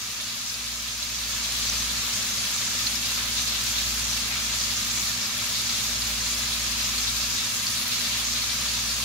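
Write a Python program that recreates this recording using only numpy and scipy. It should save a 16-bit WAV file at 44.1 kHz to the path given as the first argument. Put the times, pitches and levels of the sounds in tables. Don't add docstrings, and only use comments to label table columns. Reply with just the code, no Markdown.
import sys
import numpy as np
from scipy import signal
from scipy.fft import rfft, irfft, next_fast_len
from scipy.io import wavfile
from scipy.ndimage import map_coordinates

SR = 44100
rng = np.random.default_rng(int(sys.argv[2]) if len(sys.argv) > 2 else 0)


def output_pcm(signal):
    pcm = np.clip(np.atleast_2d(signal).T, -1, 1) * 32767
    wavfile.write(sys.argv[1], SR, np.round(pcm).astype(np.int16))


N = 398663

# frequency in Hz, relative level in dB.
SIZZLE_SPECTRUM = [(200, -52), (450, -17), (850, -14.5), (1200, -8), (1900, -6.5), (2800, -3.5), (3900, -1),
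                   (5400, -1.5), (6700, -0.5), (7300, -3.5), (8000, -9.5), (11000, -25), (16000, -28)]
SPRAY_SPECTRUM = [(3000, -34), (6500, -25), (8500, -0.5), (11000, 0), (13000, -2), (14200, -4), (16000, -5)]
# frequency in Hz, width in Hz, lift or dip in dB.
POT_MODES = [(605, 40, 4), (690, 35, 2), (815, 50, 2), (902, 35, -5), (970, 60, 4), (1240, 130, 2.5),
             (1470, 50, -3), (1765, 80, 3), (1870, 90, -2), (2305, 80, 4), (2710, 110, 2.5),
             (3020, 220, -2), (4170, 160, 1), (4630, 120, 1.3)]
# centre in seconds, change of small bubbles in dB, change of spray in dB.
BOIL_SURGES = [(2.65, 0.5, -0.5), (3.3, -2, 0), (3.82, 1, 0), (4.33, -1.3, -2), (5.02, 1.4, 1),
               (5.26, -1.5, -2.5), (7.86, -2, 2)]
# start in seconds, level in dB, pitch in Hz, width in Hz,
# rise time in seconds.
STEAM_JETS = [(.28, -33, 4900, 700, .018), (.45, -32, 5850, 1100, .04), (1.61, -37, 5200, 1400, 0.023),
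              (2.13, -31, 6400, 900, .04), (2.866, -26, 4300, 350, .008), (2.95, -29, 5300, 700, .014),
              (3.05, -29, 4900, 600, .015), (3.17, -33.5, 2100, 600, .02), (3.36, -30, 3850, 500, .025),
              (3.464, -27, 4600, 1300, 0.019), (3.66, -30, 5800, 900, 0.035), (3.77, -30, 4100, 700, .035),
              (4.09, -31, 5800, 1000, .03), (4.30, -32.5, 2300, 450, 0.038), (4.60, -33, 4780, 1000, .035),
              (6.975, -31, 4300, 300, .01), (7.07, -25, 3850, 350, .012), (7.20, -28, 4870, 1000, .03),
              (7.365, -28.5, 3700, 400, .035), (7.665, -27, 4650, 200, .01),
              (8.175, -30.5, 3600, 600, .022), (8.35, -28, 3900, 800, .02), (8.49, -30, 3980, 700, 0.02),
              (8.68, -30, 4600, 300, .012)]
# start in
# seconds, peak in dB before echo and colouring, pitch in Hz, left minus right in dB.
JUICE_POPS = [(.5424, -17, 4730, 1), (1.0286, -14, 3970, -3), (1.696, -11, 6000, -1),
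              (2.8679, -10, 4280, -1), (4.1324, -13, 5800, -.5), (5.6944, -13, 4650, 0),
              (6.0197, -10, 4640, .5), (6.7884, -18, 4470, .5), (6.98, -10, 4330, .5),
              (7.0854, -16, 3810, 2), (7.669, -11, 4600, 4), (8.4193, -11, 4320, 1)]
DROPLET_TICKS = [(.463, -26, 10500, 7), (3.638, -12, 9500, 1), (4.966, -19, 11000, 0),
                 (5.055, -17, 10200, -3), (5.528, -18, 10500, 3), (5.617, -18, 11000, -3),
                 (7.705, -18, 10000, 0), (7.815, -17, 11000, 0), (7.881, -10, 12000, 0),
                 (8.612, -16, 10500, 0), (8.734, -19, 10500, 2)]
# frequency in Hz, level in dB.
HUM_TONES = [(78.1, -65), (102.3, -54), (115.1, -51), (119.8, -57), (123.8, -64), (172.3, -62),
             (187.1, -57.5), (198, -63), (212, -57), (226.1, -65), (240.1, -50.6), (331.7, -69),
             (603, -67.5), (702, -70)]
DRONE_TONES = [(56.15, -58.5), (57.1, -45.2), (57.48, -50.8), (58.97, -59.5)]
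# frequency in Hz, relative level in dB.
FAN_SPECTRUM = [(18, -14), (36, -10), (100, -1), (160, -9), (190, 1), (250, 1), (275, -8), (305, -11),
                (335, -3.5), (400, -11), (600, -16.5), (1200, -13), (4000, -32)]
# frequency in Hz, correlation from 0 to 1.
COHERENCE = [(60, 0.62), (160, 1), (270, 0.46), (450, 0.83), (740, 0.65), (1220, 0.56), (2010, 0.13),
             (3330, 0.25), (5500, 0)]
# frequency in Hz, left minus right in dB.
PORT_BALANCE = [(60, -.5), (170, -1.5), (260, -3), (400, 1.5), (1000, 1), (4000, 0.5), (6600, 0.5),
                (7450, -3), (8200, 0), (11000, .5), (13200, 3), (15500, -1)]

LARGE_DB, SMALL_DB, SPRAY_DB, FAN_DB = -30.5, -30.5, -36, -48
START_DB, KITCHEN_START_DB = -4.5, -1.5
RISE_AT_S, RISE_S, DRONE_SWELL_S = .97, .69, 3.95
SLOW_WAVES_PER_S, SLOW_WAVE_DB, QUICK_WAVES_PER_S = 2.9, -.05, 13
SURGE_HALF_S, TOP_HZ = .1, 15750


def sizzle(large_db, small_db):
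    bubbles = unit(echoes(bursts(per_s=8500, scatter_db=1.5), t60=.086, wet_db=-6.5))
    steam = flurry(centre_hz=4900, pitch_spread=.36, width_hz=800, rise_s=.013, scatter_db=4, count=400)
    squeaks = flurry(centre_hz=4400, pitch_spread=.3, width_hz=150, rise_s=.014, scatter_db=4, count=200)
    frying = spread(bubbles, SIZZLE_SPECTRUM) + amp(-7.5) * steam + amp(-17.5) * squeaks
    hollow = lambda f: amp(sum(db / (1 + (2 * (f - hz) / width) ** 2) for hz, width, db in POT_MODES))
    frying = filtered(frying, hollow)
    large = filtered(frying, lambda hz: 1 / (1 + (hz / 4800) ** 16))
    return amp(large_db) * unit(large) + amp(small_db) * unit(frying - large)


def spray(spray_db):
    fizz = unit(echoes(bursts(per_s=4200, scatter_db=2.5), t60=.041, wet_db=-1.5))
    mist = flurry(centre_hz=10600, pitch_spread=.2, width_hz=1400, rise_s=.014, scatter_db=5, count=260)
    snaps = crackle(peak_db=11.5, scatter_db=4, centre_hz=11600, count=120)
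    return amp(spray_db) * unit(spread(fizz, SPRAY_SPECTRUM) + amp(-7.5) * mist + snaps)


def bursts(per_s, scatter_db):
    happens = rng.random((2, N)) < per_s / SR
    size = amp(scatter_db * np.minimum(rng.standard_normal((2, N)), np.pi))
    return unit(happens * size * np.sign(rng.standard_normal((2, N))))


def boil(large_wave_db, small_wave_db, spray_wave_db):
    t = np.arange(N) / SR
    slow = SLOW_WAVE_DB * wobble(SLOW_WAVES_PER_S)
    waves = lambda depth_db: slow + depth_db * wobble(QUICK_WAVES_PER_S)
    when, small_surge_db, spray_surge_db = np.transpose(BOIL_SURGES)
    swells = np.exp(-((t - when[:, None]) / SURGE_HALF_S) ** 2)
    return (LARGE_DB + waves(large_wave_db),
            SMALL_DB + waves(small_wave_db) + small_surge_db @ swells,
            SPRAY_DB + waves(spray_wave_db) + spray_surge_db @ swells)


def jets(rows):
    out, t = np.zeros((2, N)), np.arange(SR // 7) / SR
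    for start, db, hz, width_hz, rise_s in rows:
        pole = np.exp(-2 * np.pi * width_hz / SR)
        flutter = unit(signal.lfilter([1], np.poly([pole, pole]), rng.standard_normal((2, len(t)))))
        swell = np.sqrt(t / rise_s) * np.exp(1 - t / rise_s)
        add(out, start, amp(db) * swell * flutter * np.sin(2 * np.pi * hz * t), rng.normal(0, 2.6))
    return out


def flurry(centre_hz, pitch_spread, width_hz, rise_s, scatter_db, count):
    starts = (np.arange(count) + 2 * rng.random(count) - 1) * N / SR / count
    pitch, length, size = rng.uniform(-1, 1, (3, count))
    hz = centre_hz * np.exp(pitch_spread * pitch)
    rises = rise_s * np.exp(length)
    return unit(jets(zip(starts, scatter_db * size, hz, np.full(count, width_hz), rises)))


def spatter():
    pops = echoes(drops(JUICE_POPS, cycles=6, crack_db=-8), t60=.045, wet_db=-1)
    pops = filtered(pops, lambda hz: amp(along(SIZZLE_SPECTRUM, hz)))
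    ticks = echoes(drops(DROPLET_TICKS, cycles=2.5, crack_db=-8), t60=.04, wet_db=-8)
    return pops + ticks


def drops(rows, cycles, crack_db):
    out, t = np.zeros((2, N)), np.arange(SR // 50) / SR
    for start, db, hz, pan_db in rows:
        ring = np.sin(2 * np.pi * hz * t + rng.uniform(0, np.pi, (2, 1)))
        crack = amp(crack_db) * rng.standard_normal((2, len(t)))
        burst = (ring + crack) * np.exp(-t * hz / cycles)
        add(out, start, amp(db) * burst / np.abs(burst).max(), pan_db)
    return out


def crackle(peak_db, scatter_db, centre_hz, count):
    when, size, pitch, place = rng.uniform(-1, 1, (4, count))
    starts = (when + 1) * N / SR / 2
    rows = zip(starts, peak_db + scatter_db * size, centre_hz * np.exp(pitch / 4), 6 * place)
    return echoes(drops(rows, cycles=3.3, crack_db=-23), t60=.035, wet_db=-12)


def echoes(x, t60, wet_db, size=512, count=6):
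    blocks = np.pad(x, ((0, 0), (0, -N % size))).reshape(2, -1, size)
    t = np.arange(size * (count - 1) + 1) / SR
    fade = amp(-60 * t / t60) * (1 - np.exp(-t / .00072))
    tails = rng.standard_normal((2, blocks.shape[1], len(t))) * fade / np.linalg.norm(fade)
    rings = signal.fftconvolve(blocks, tails, axes=2).reshape(2, -1, count, size)
    wet = sum(np.pad(rings[:, :, k].reshape(2, -1), ((0, 0), (k * size, 0)))[:, :N] for k in range(count))
    return x + amp(wet_db) * wet


def motors():
    t = np.arange(N) / SR
    tone = lambda hz: np.sqrt(2) * np.sin(2 * np.pi * (hz * t + rng.random()) + .1 * wobble(2))
    hum = sum(amp(db) * tone(hz) for hz, db in HUM_TONES)
    from_swell = t - DRONE_SWELL_S
    drone = sum(amp(db) * np.sqrt(2) * np.cos(2 * np.pi * hz * from_swell) for hz, db in DRONE_TONES)
    air = amp(FAN_DB) * spread(rng.standard_normal((2, N)), FAN_SPECTRUM)
    return (air + hum + drone) * amp(KITCHEN_START_DB * opening())


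def opening():
    return np.clip(1 - (np.arange(N) / SR - RISE_AT_S) / RISE_S, 0, 1)


def spread(pair, spectrum):
    turn = lambda hz: np.arccos(np.clip(along(COHERENCE, hz), -1, 1)) / 2
    mid, side = filtered(pair, lambda hz: amp(along(spectrum, hz)) * [np.cos(turn(hz)), np.sin(turn(hz))])
    return unit(np.array([mid + side, mid - side]))


def amp(db):
    return 10 ** (np.asarray(db) / 20)


def unit(x):
    return x / np.sqrt(np.mean(x ** 2) + 1e-20)


def along(points, hz):
    frequencies, values = np.transpose(points)
    return np.interp(np.log(hz + 1), np.log(frequencies + 1), values)


def wobble(per_s):
    return map_coordinates(rng.standard_normal(int(N * per_s / SR) + 4), [np.arange(N) * per_s / SR])


def filtered(x, response):
    length = next_fast_len(N + SR // 4)
    return irfft(rfft(x, length) * response(np.fft.rfftfreq(length, 1 / SR)), length)[..., :N]


def add(track, start_s, sound, pan_db):
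    part = track[:, max(round(start_s * SR), 0):][:, :sound.shape[-1]]
    part += (amp([[pan_db / 2], [-pan_db / 2]]) * sound)[:, :part.shape[1]]


def scene():
    large_db, small_db, spray_db = boil(large_wave_db=.38, small_wave_db=.5, spray_wave_db=.45)
    steady = sizzle(large_db, small_db) + spray(spray_db) + motors()
    return amp(START_DB * opening()) * steady + jets(STEAM_JETS) + spatter()


def record(dry):
    return filtered(dry, lambda hz: amp(np.outer([.5, -.5], along(PORT_BALANCE, hz))) * (hz < TOP_HZ))


dry = scene()
out = record(dry)
output_pcm(out)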